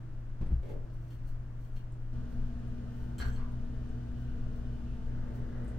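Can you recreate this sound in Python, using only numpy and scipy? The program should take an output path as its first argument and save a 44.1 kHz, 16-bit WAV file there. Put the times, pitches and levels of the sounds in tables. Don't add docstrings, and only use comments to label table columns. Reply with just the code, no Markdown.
import sys
import numpy as np
from scipy import signal
from scipy.fft import rfft, irfft
from scipy.io import wavfile

SR = 44100
rng = np.random.default_rng(int(sys.argv[2]) if len(sys.argv) > 2 else 0)


def output_pcm(signal):
    pcm = np.clip(np.atleast_2d(signal).T, -1, 1) * 32767
    wavfile.write(sys.argv[1], SR, np.round(pcm).astype(np.int16))


N = 254982
TIME = np.arange(N) / SR
FREQS = np.maximum(np.fft.rfftfreq(N, 1 / SR), 1)
MAINS_HZ = 60
SLIDE_ATTACK_S, SLIDE_RELEASE_S = 0.0069, 0.014


def from_db(db):
    return 10 ** (np.asarray(db) / 20)


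def unit_rms(x):
    return x / np.sqrt(np.mean(x ** 2) + 1e-20)


def at_hz(points, hz):
    f, value = np.transpose(points)
    return np.interp(np.log(hz), np.log(f), value)


def colour(x, spectrum):
    return unit_rms(irfft(rfft(x) * from_db(at_hz(spectrum, FREQS)), N))


def drift(rate_hz):
    return unit_rms(irfft(rfft(rng.standard_normal(N)) / (1 + (FREQS / rate_hz) ** 2), N))


def diffuse_pair(mid, side, hz):
    # f/Hz, correlation
    coherence = [(30, 1), (120, 0.95), (250, 0.72), (450, 0.77), (700, -0.24), (1400, 0.53), (2400, 0.35),
                 (4400, -0.00018), (15000, -0.32)]
    alike = at_hz(coherence, hz)
    return np.sqrt((1 + alike) / 2) * mid + np.sqrt((1 - alike) / 2) * side * [[1], [-1]]


def mono_noise(spectrum):
    return colour(rng.standard_normal(N), spectrum)


def stereo_noise(spectrum):
    mid, side = rfft(rng.standard_normal((2, N)))
    return colour(irfft(diffuse_pair(mid, side, FREQS), N), spectrum)


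def tones(lines, waver_hz):
    out = 0
    for hz, db, waver in lines:
        wobble = 1 + waver * (drift(waver_hz) + 1j * drift(waver_hz))
        tone = wobble * np.exp(2j * np.pi * (hz * TIME + rng.random()))
        out = out + from_db(db) * unit_rms(diffuse_pair(tone.imag, tone.real, hz))
    return out


def clicks(times_s, level_db):
    out = np.zeros(N)
    out[np.round(np.asarray(times_s) * SR).astype(int)] = from_db(level_db)
    return out


def fade(hits, t60_s, rise_s):
    rise_pole = np.exp(-1 / (rise_s * SR))
    dying = signal.lfilter([1], [1, -from_db(-60 / (t60_s * SR))], hits + 1e-18)
    return signal.lfilter([1 - rise_pole], [1, -rise_pole], dying)


def ring(drive, hz, t60_s):
    radius, angle = from_db(-60 / (t60_s * SR)), 2 * np.pi * hz / SR
    return signal.lfilter([0, np.sin(angle)], [1, -2 * radius * np.cos(angle), radius ** 2], drive + 1e-18)


def pushes(rows, attack_s, release_s):
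    envelopes = []
    for start_s, length_s, db in rows:
        attack = np.clip((TIME - start_s) / attack_s, 0, 1)
        release = np.exp(-np.maximum(TIME - start_s - length_s, 0) / release_s)
        envelopes.append(from_db(db) * attack * release)
    return np.max(envelopes, axis=0)


def rubbing(pressure, spectrum, judder_db):
    return pressure * from_db(judder_db * drift(rate_hz=9.1)) * mono_noise(spectrum)


def struck(times_s, level_db, modes, grit, grit_db, grit_t60_s, detune, scatter_db):
    out = from_db(grit_db) * fade(clicks(times_s, level_db), grit_t60_s, rise_s=0.00063) * mono_noise(grit)
    t = TIME[:SR // 5]
    hz, mode_db, t60_s = np.transpose(modes)[:, :, None]
    for at_s, contact_db in zip(times_s, level_db):
        strength, pitch = rng.standard_normal((2, len(modes), 1))
        polarity = rng.choice([-1, 1], (len(modes), 1))
        dying = from_db(contact_db + mode_db + scatter_db * strength - 60 * t / t60_s)
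        partials = polarity * dying * np.sin(2 * np.pi * hz * (1 + detune * pitch) * t)
        start = int(at_s * SR)
        out[start:start + len(t)] += partials.sum(axis=0)
    return out


def ventilation(air_db=-38):
    # f/Hz, relative density/dB
    air = [(10, -16.5), (19, 2), (32, -13), (55, -15), (90, -25), (125, -21.5), (175, -31.5), (260, -32),
           (370, -41.5), (660, -44), (830, -46), (1600, -50), (2400, -59.5), (2900, -59.5), (3600, -64.5),
           (5800, -67), (11000, -75.5), (15500, -75.5)]
    # f/Hz, rms level/dB, waver/fraction
    fan_lines = [(330.5, -67.5, 0.52), (271.4, -71.5, 1.2), (616, -74, 0.58), (681, -75, 1.7)]
    return from_db(air_db) * stereo_noise(air) + tones(fan_lines, waver_hz=2.2)


def mains_hum(fridge_running, level_db=-45.5, load_db=1.55):
    return from_db(load_db * fridge_running) * tones([(2 * MAINS_HZ, level_db, 0.08)], waver_hz=1.7)


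def knocks(swell_t60_cycles=2.7):
    # t/s, boom level/dB, clack level/dB
    hits = [(0.409, -28.5, -39), (0.458, -54, -47.5), (0.507, -28.5, -49), (0.521, -20.5, -59),
            (3.203, -30.5, -60), (3.257, -29, -55)]
    # f/Hz, level/dB, t60/s
    modes = [(60.6, 2, 0.27), (74.1, 2, 0.1), (106.4, -2, 0.15), (152, -6.5, 0.11), (187, -14.5, 0.064),
             (260, -18.5, 0.034)]
    # f/Hz, relative density/dB
    clack = [(80, -5.5), (200, 9), (450, -6.5), (700, -9), (1000, -14.5), (1900, -24), (4000, -33),
             (8000, -43.5), (14000, -53)]
    times_s, boom_db, clack_db = np.transpose(hits)
    blows = clicks(times_s, boom_db)
    boom = sum(from_db(db) * (ring(blows, hz, t60_s) - ring(blows, hz, swell_t60_cycles / hz))
               for hz, db, t60_s in modes)
    return boom + fade(clicks(times_s, clack_db), t60_s=0.23, rise_s=0.0035) * stereo_noise(clack)


def ticks(width_ratio=2.2):
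    # t/s, level/dB, centre f/Hz
    contacts = [(.47, -68, 8500), (.9, -64, 4600), (1.921, -63, 7500), (2.68, -69, 10000),
                (3.517, -68, 9800), (3.89, -66, 7700), (5.645, -63, 9050), (5.679, -57.5, 8300)]
    out = 0
    for at_s, db, hz in contacts:
        burst = mono_noise([(hz / width_ratio, -28), (hz, 0), (hz * width_ratio, -28)])
        out = out + fade(clicks([at_s], db), t60_s=0.016, rise_s=0.00089) * burst
    return out


def shoe_scuff():
    # start t/s, length/s, level/dB
    slides = [(.625, 0.09, -59.5)]
    # f/Hz, relative density/dB
    friction = [(200, -8), (440, 7.5), (600, -4), (850, -13), (1150, -24), (1800, -21), (4500, -31),
                (9000, -40)]
    return rubbing(pushes(slides, SLIDE_ATTACK_S, SLIDE_RELEASE_S), friction, judder_db=7.0)


def mesh_hiss(plucks_per_s=1600):
    # peak t/s, level/dB, length between 1/e points/s
    swells = [(0.941, -72, .022), (1.03, -78, .07), (1.117, -69, 0.057), (1.28, -67.5, 0.043),
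              (1.63, -73, 0.1), (1.76, -66, .023), (2.32, -75, .08), (3.005, -73, 0.16), (3.266, -61, .028),
              (4.203, -74, .04), (4.56, -73, .052), (5.352, -68, .028)]
    # f/Hz, relative density/dB
    mesh = [(1200, -9), (2300, -4), (2900, 4), (3500, -10.5), (4300, 5), (5200, -2.5), (6000, 4.5),
            (7000, -3.5), (8200, 0.5), (10500, -4), (13500, -0.5), (16000, -1)]
    pressure = sum(from_db(db) * np.exp(-2 * np.abs(TIME - peak_s) / length_s)
                   for peak_s, db, length_s in swells)
    plucks = (rng.random(N) < plucks_per_s / SR) * rng.standard_normal(N)
    return pressure * colour(plucks, mesh)


def frame_taps(fall_db_per_octave=9):
    # t/s, click level/dB, ring level/dB, favoured f/Hz
    taps = [(1.107, -57, -65.5, 3000), (1.12, -64, -69, 3200), (1.765, -57, -67, 2900),
            (1.772, -60, -69, 2800), (3.361, -60, -59.5, 4400)]
    # f/Hz, level/dB, t60/s
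    modes = [(2830, 4, 0.04), (3120, 5, 0.022), (4300, 1, .07), (4400, -12, .025), (6100, -1, .025)]
    times_s, click_db, ring_db, favoured_hz = np.transpose(taps)
    click_noise = mono_noise([(1000, 6), (3500, 1), (12000, -15)])
    out = fade(clicks(times_s, click_db), t60_s=0.019, rise_s=0.00044) * click_noise
    for hz, db, t60_s in modes:
        loss_db = fall_db_per_octave * np.abs(np.log2(hz / favoured_hz))
        out = out + ring(clicks(times_s, ring_db + db - loss_db), hz, t60_s)
    return out


def refrigerator(flow_db=-47.5, octave_db=-49):
    # f/Hz, rms level/dB, waver/fraction
    motor_lines = [(58.8, -44.5, 0.09), (124.4, -51.5, 0.27), (270, -65.5, 1), (413, -76.5, 0.54),
                   (450.3, -75, 0.9), (603, -77.5, 1), (748, -83, 0.8), (886, -74, 0.44),
                   (1078, -84.5, 0.88), (1198, -77.5, 0.19), (1449, -78, 0.34), (1520, -81, .3),
                   (1555, -78, 0.25), (1660, -83.5, 0.25), (1799, -80.5, 0.46), (2006, -88, 0.6),
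                   (2430, -85.5, 0.35), (2880, -89, .6), (2998, -85, 0.5)]
    # f/Hz, relative density/dB
    flow = [(30, -8.5), (70, -5.5), (105, -8.5), (150, -14.5), (220, -8.5), (360, -27), (450, -19),
            (550, -30), (660, -21), (800, -33), (1100, -39), (1450, -34.5), (1680, -42), (2300, -47.5),
            (2950, -43), (3600, -46), (6300, -51.5), (12000, -64)]
    octave = tones([(4 * MAINS_HZ, octave_db, 0.02)], waver_hz=1.5)
    return from_db(flow_db) * stereo_noise(flow) + tones(motor_lines, waver_hz=1.2) + octave


def sieve_rim():
    # t/s, level/dB
    touches = [(3.1826, -51), (3.188, -52.5), (3.21, -59), (3.254, -64), (3.264, -65), (3.284, -71),
               (3.301, -66), (3.323, -65), (3.331, -67), (3.349, -63)]
    # f/Hz, level/dB, t60/s
    modes = [(3150, 0.5, 0.023), (6170, -4, 0.04), (7360, -2, 0.022), (7630, 0, 0.047), (7700, -7, .03),
             (8760, -9, 0.022), (8740, -8, .025), (9330, -7.5, 0.032), (10800, -16, 0.04)]
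    grit = [(1500, 3.5), (4500, 0), (7500, -4), (11000, -2.5), (15000, -5)]
    times_s, db = np.transpose(touches)
    return struck(times_s, db, modes, grit, grit_db=0, grit_t60_s=0.034, detune=0.0027, scatter_db=2.5)


def pan_clank(rebound_s=0.008, rebound_loss_db=6):
    # t/s, level/dB
    blows = [(3.185, -54), (3.201, -43), (3.216, -48), (3.223, -52.5), (3.264, -59.5), (3.284, -56)]
    # f/Hz, level/dB, t60/s
    modes = [(710, -12, 0.063), (913, -10, .04), (1040, -13, 0.045), (1200, -21, 0.018), (1330, -6, .02),
             (1420, -3, 0.026), (1566, 1, 0.037), (1710, -17, .022), (2020, -12.5, 0.052),
             (2670, -8, 0.023), (3000, -3, 0.024), (3910, -12, 0.025), (4210, -10, 0.024),
             (4310, -5, 0.036), (4440, -15.5, 0.022), (5830, -9, .025)]
    grit = [(200, 12.5), (900, -3), (1500, 8.5), (2500, -10.5), (4500, -6.5), (9000, -37)]
    rebounds = [(at_s + rebound_s, db - rebound_loss_db) for at_s, db in blows]
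    times_s, db = np.transpose([*blows, *rebounds])
    return struck(times_s, db, modes, grit, grit_db=1.5, grit_t60_s=0.038, detune=0.025, scatter_db=4)


def sieve_skid():
    # start t/s, length/s, level/dB
    slides = [(3.35, 0.069, -59)]
    # f/Hz, relative density/dB
    friction = [(300, -6), (700, -6), (1100, 8), (1500, -1), (2100, -7), (3200, -18), (4500, -17),
                (9000, -45)]
    return rubbing(pushes(slides, SLIDE_ATTACK_S, SLIDE_RELEASE_S), friction, judder_db=1.5)


def bowl_rub(bandwidth_hz=22, grit_db=-6):
    # peak t/s, Gaussian sigma/s, level/dB, resonance f/Hz
    rubs = [(4.202, 0.06, -78, 2990), (4.31, 0.055, -75.5, 2880), (4.52, 0.076, -79.5, 2900),
            (4.66, 0.06, -79, 3010), (4.75, 0.04, -80, 3000), (4.86, 0.059, -81, 2880),
            (4.918, 0.03, -73.5, 2640)]
    # f/Hz, relative density/dB
    grit = [(1800, -21), (2500, -1), (3000, -1), (3600, -11), (4400, -7), (7000, -28)]
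    t60_s = np.log(1000) / (np.pi * bandwidth_hz)
    pressure = singing = 0
    for peak_s, sigma_s, db, hz in rubs:
        swell = from_db(db) * np.exp(-((TIME - peak_s) / sigma_s) ** 2 / 2)
        singing = singing + swell * unit_rms(ring(rng.standard_normal(N), hz, t60_s))
        pressure = pressure + swell
    return singing + from_db(grit_db) * rubbing(pressure, grit, judder_db=3.0)


def dull_rush():
    # start t/s, length/s, level/dB
    swells = [(5.06, 0.38, -56), (5.44, 0.14, -53)]
    # f/Hz, relative density/dB
    spectrum = [(120, -36), (300, 3), (620, -1.5), (900, -14.5), (1600, -11.5), (2000, -14.5), (2500, -33),
                (6000, -54)]
    return pushes(swells, attack_s=0.12, release_s=0.47) * stereo_noise(spectrum)


def kitchen(x, direct_db=-4.5, build_s=0.002):
    # f/Hz, t60/s
    decay = [(100, 0.92), (1000, 0.49), (4000, 0.17), (15000, 0.23)]
    t = TIME[:SR // 2]
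    edges_hz = np.geomspace(60, 18000, 9)
    tail = 0
    for low, high in zip(edges_hz, edges_hz[1:]):
        bandpass = signal.butter(2, [low, high], "band", fs=SR, output="sos")
        band = signal.sosfilt(bandpass, rng.standard_normal((2, len(t))))
        tail = tail + band * from_db(-60 * t / at_hz(decay, np.sqrt(low * high)))
    response = unit_rms(tail * (1 - np.exp(-t / build_s))) / np.sqrt(len(t))
    response[:, 0] += from_db(direct_db)
    return signal.fftconvolve(x[None], response, axes=1)[:, :N]


def scene(cut_s=2.128):
    # f/Hz, left minus right/dB
    balance = [(30, 3), (60, 2), (125, -1), (250, 1.3), (500, 1.5), (1000, 1), (8000, 0.3)]
    contacts = mesh_hiss() + sieve_rim() + pan_clank() + frame_taps() + ticks()
    slides = bowl_rub() + sieve_skid() + shoe_scuff()
    after_cut = np.clip((TIME - cut_s) / 0.0024, 0, 1)
    machines = ventilation() + mains_hum(after_cut) + after_cut * refrigerator()
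    surroundings = machines + dull_rush() + knocks()
    lean = from_db(at_hz(balance, FREQS) / 2 * [[1], [-1]])
    return kitchen(contacts + slides) + irfft(rfft(surroundings) * lean, N)


def record(dry):
    fade_s, cutoff_hz = 0.004, 15750
    ramp = np.minimum(np.minimum(TIME, TIME[::-1]) / fade_s, 1)
    lowpass = signal.ellip(12, 0.1, 90, cutoff_hz, fs=SR, output="sos")
    return signal.sosfilt(lowpass, dry * np.sin(np.pi / 2 * ramp) ** 2)


dry = scene()
out = record(dry)
output_pcm(out)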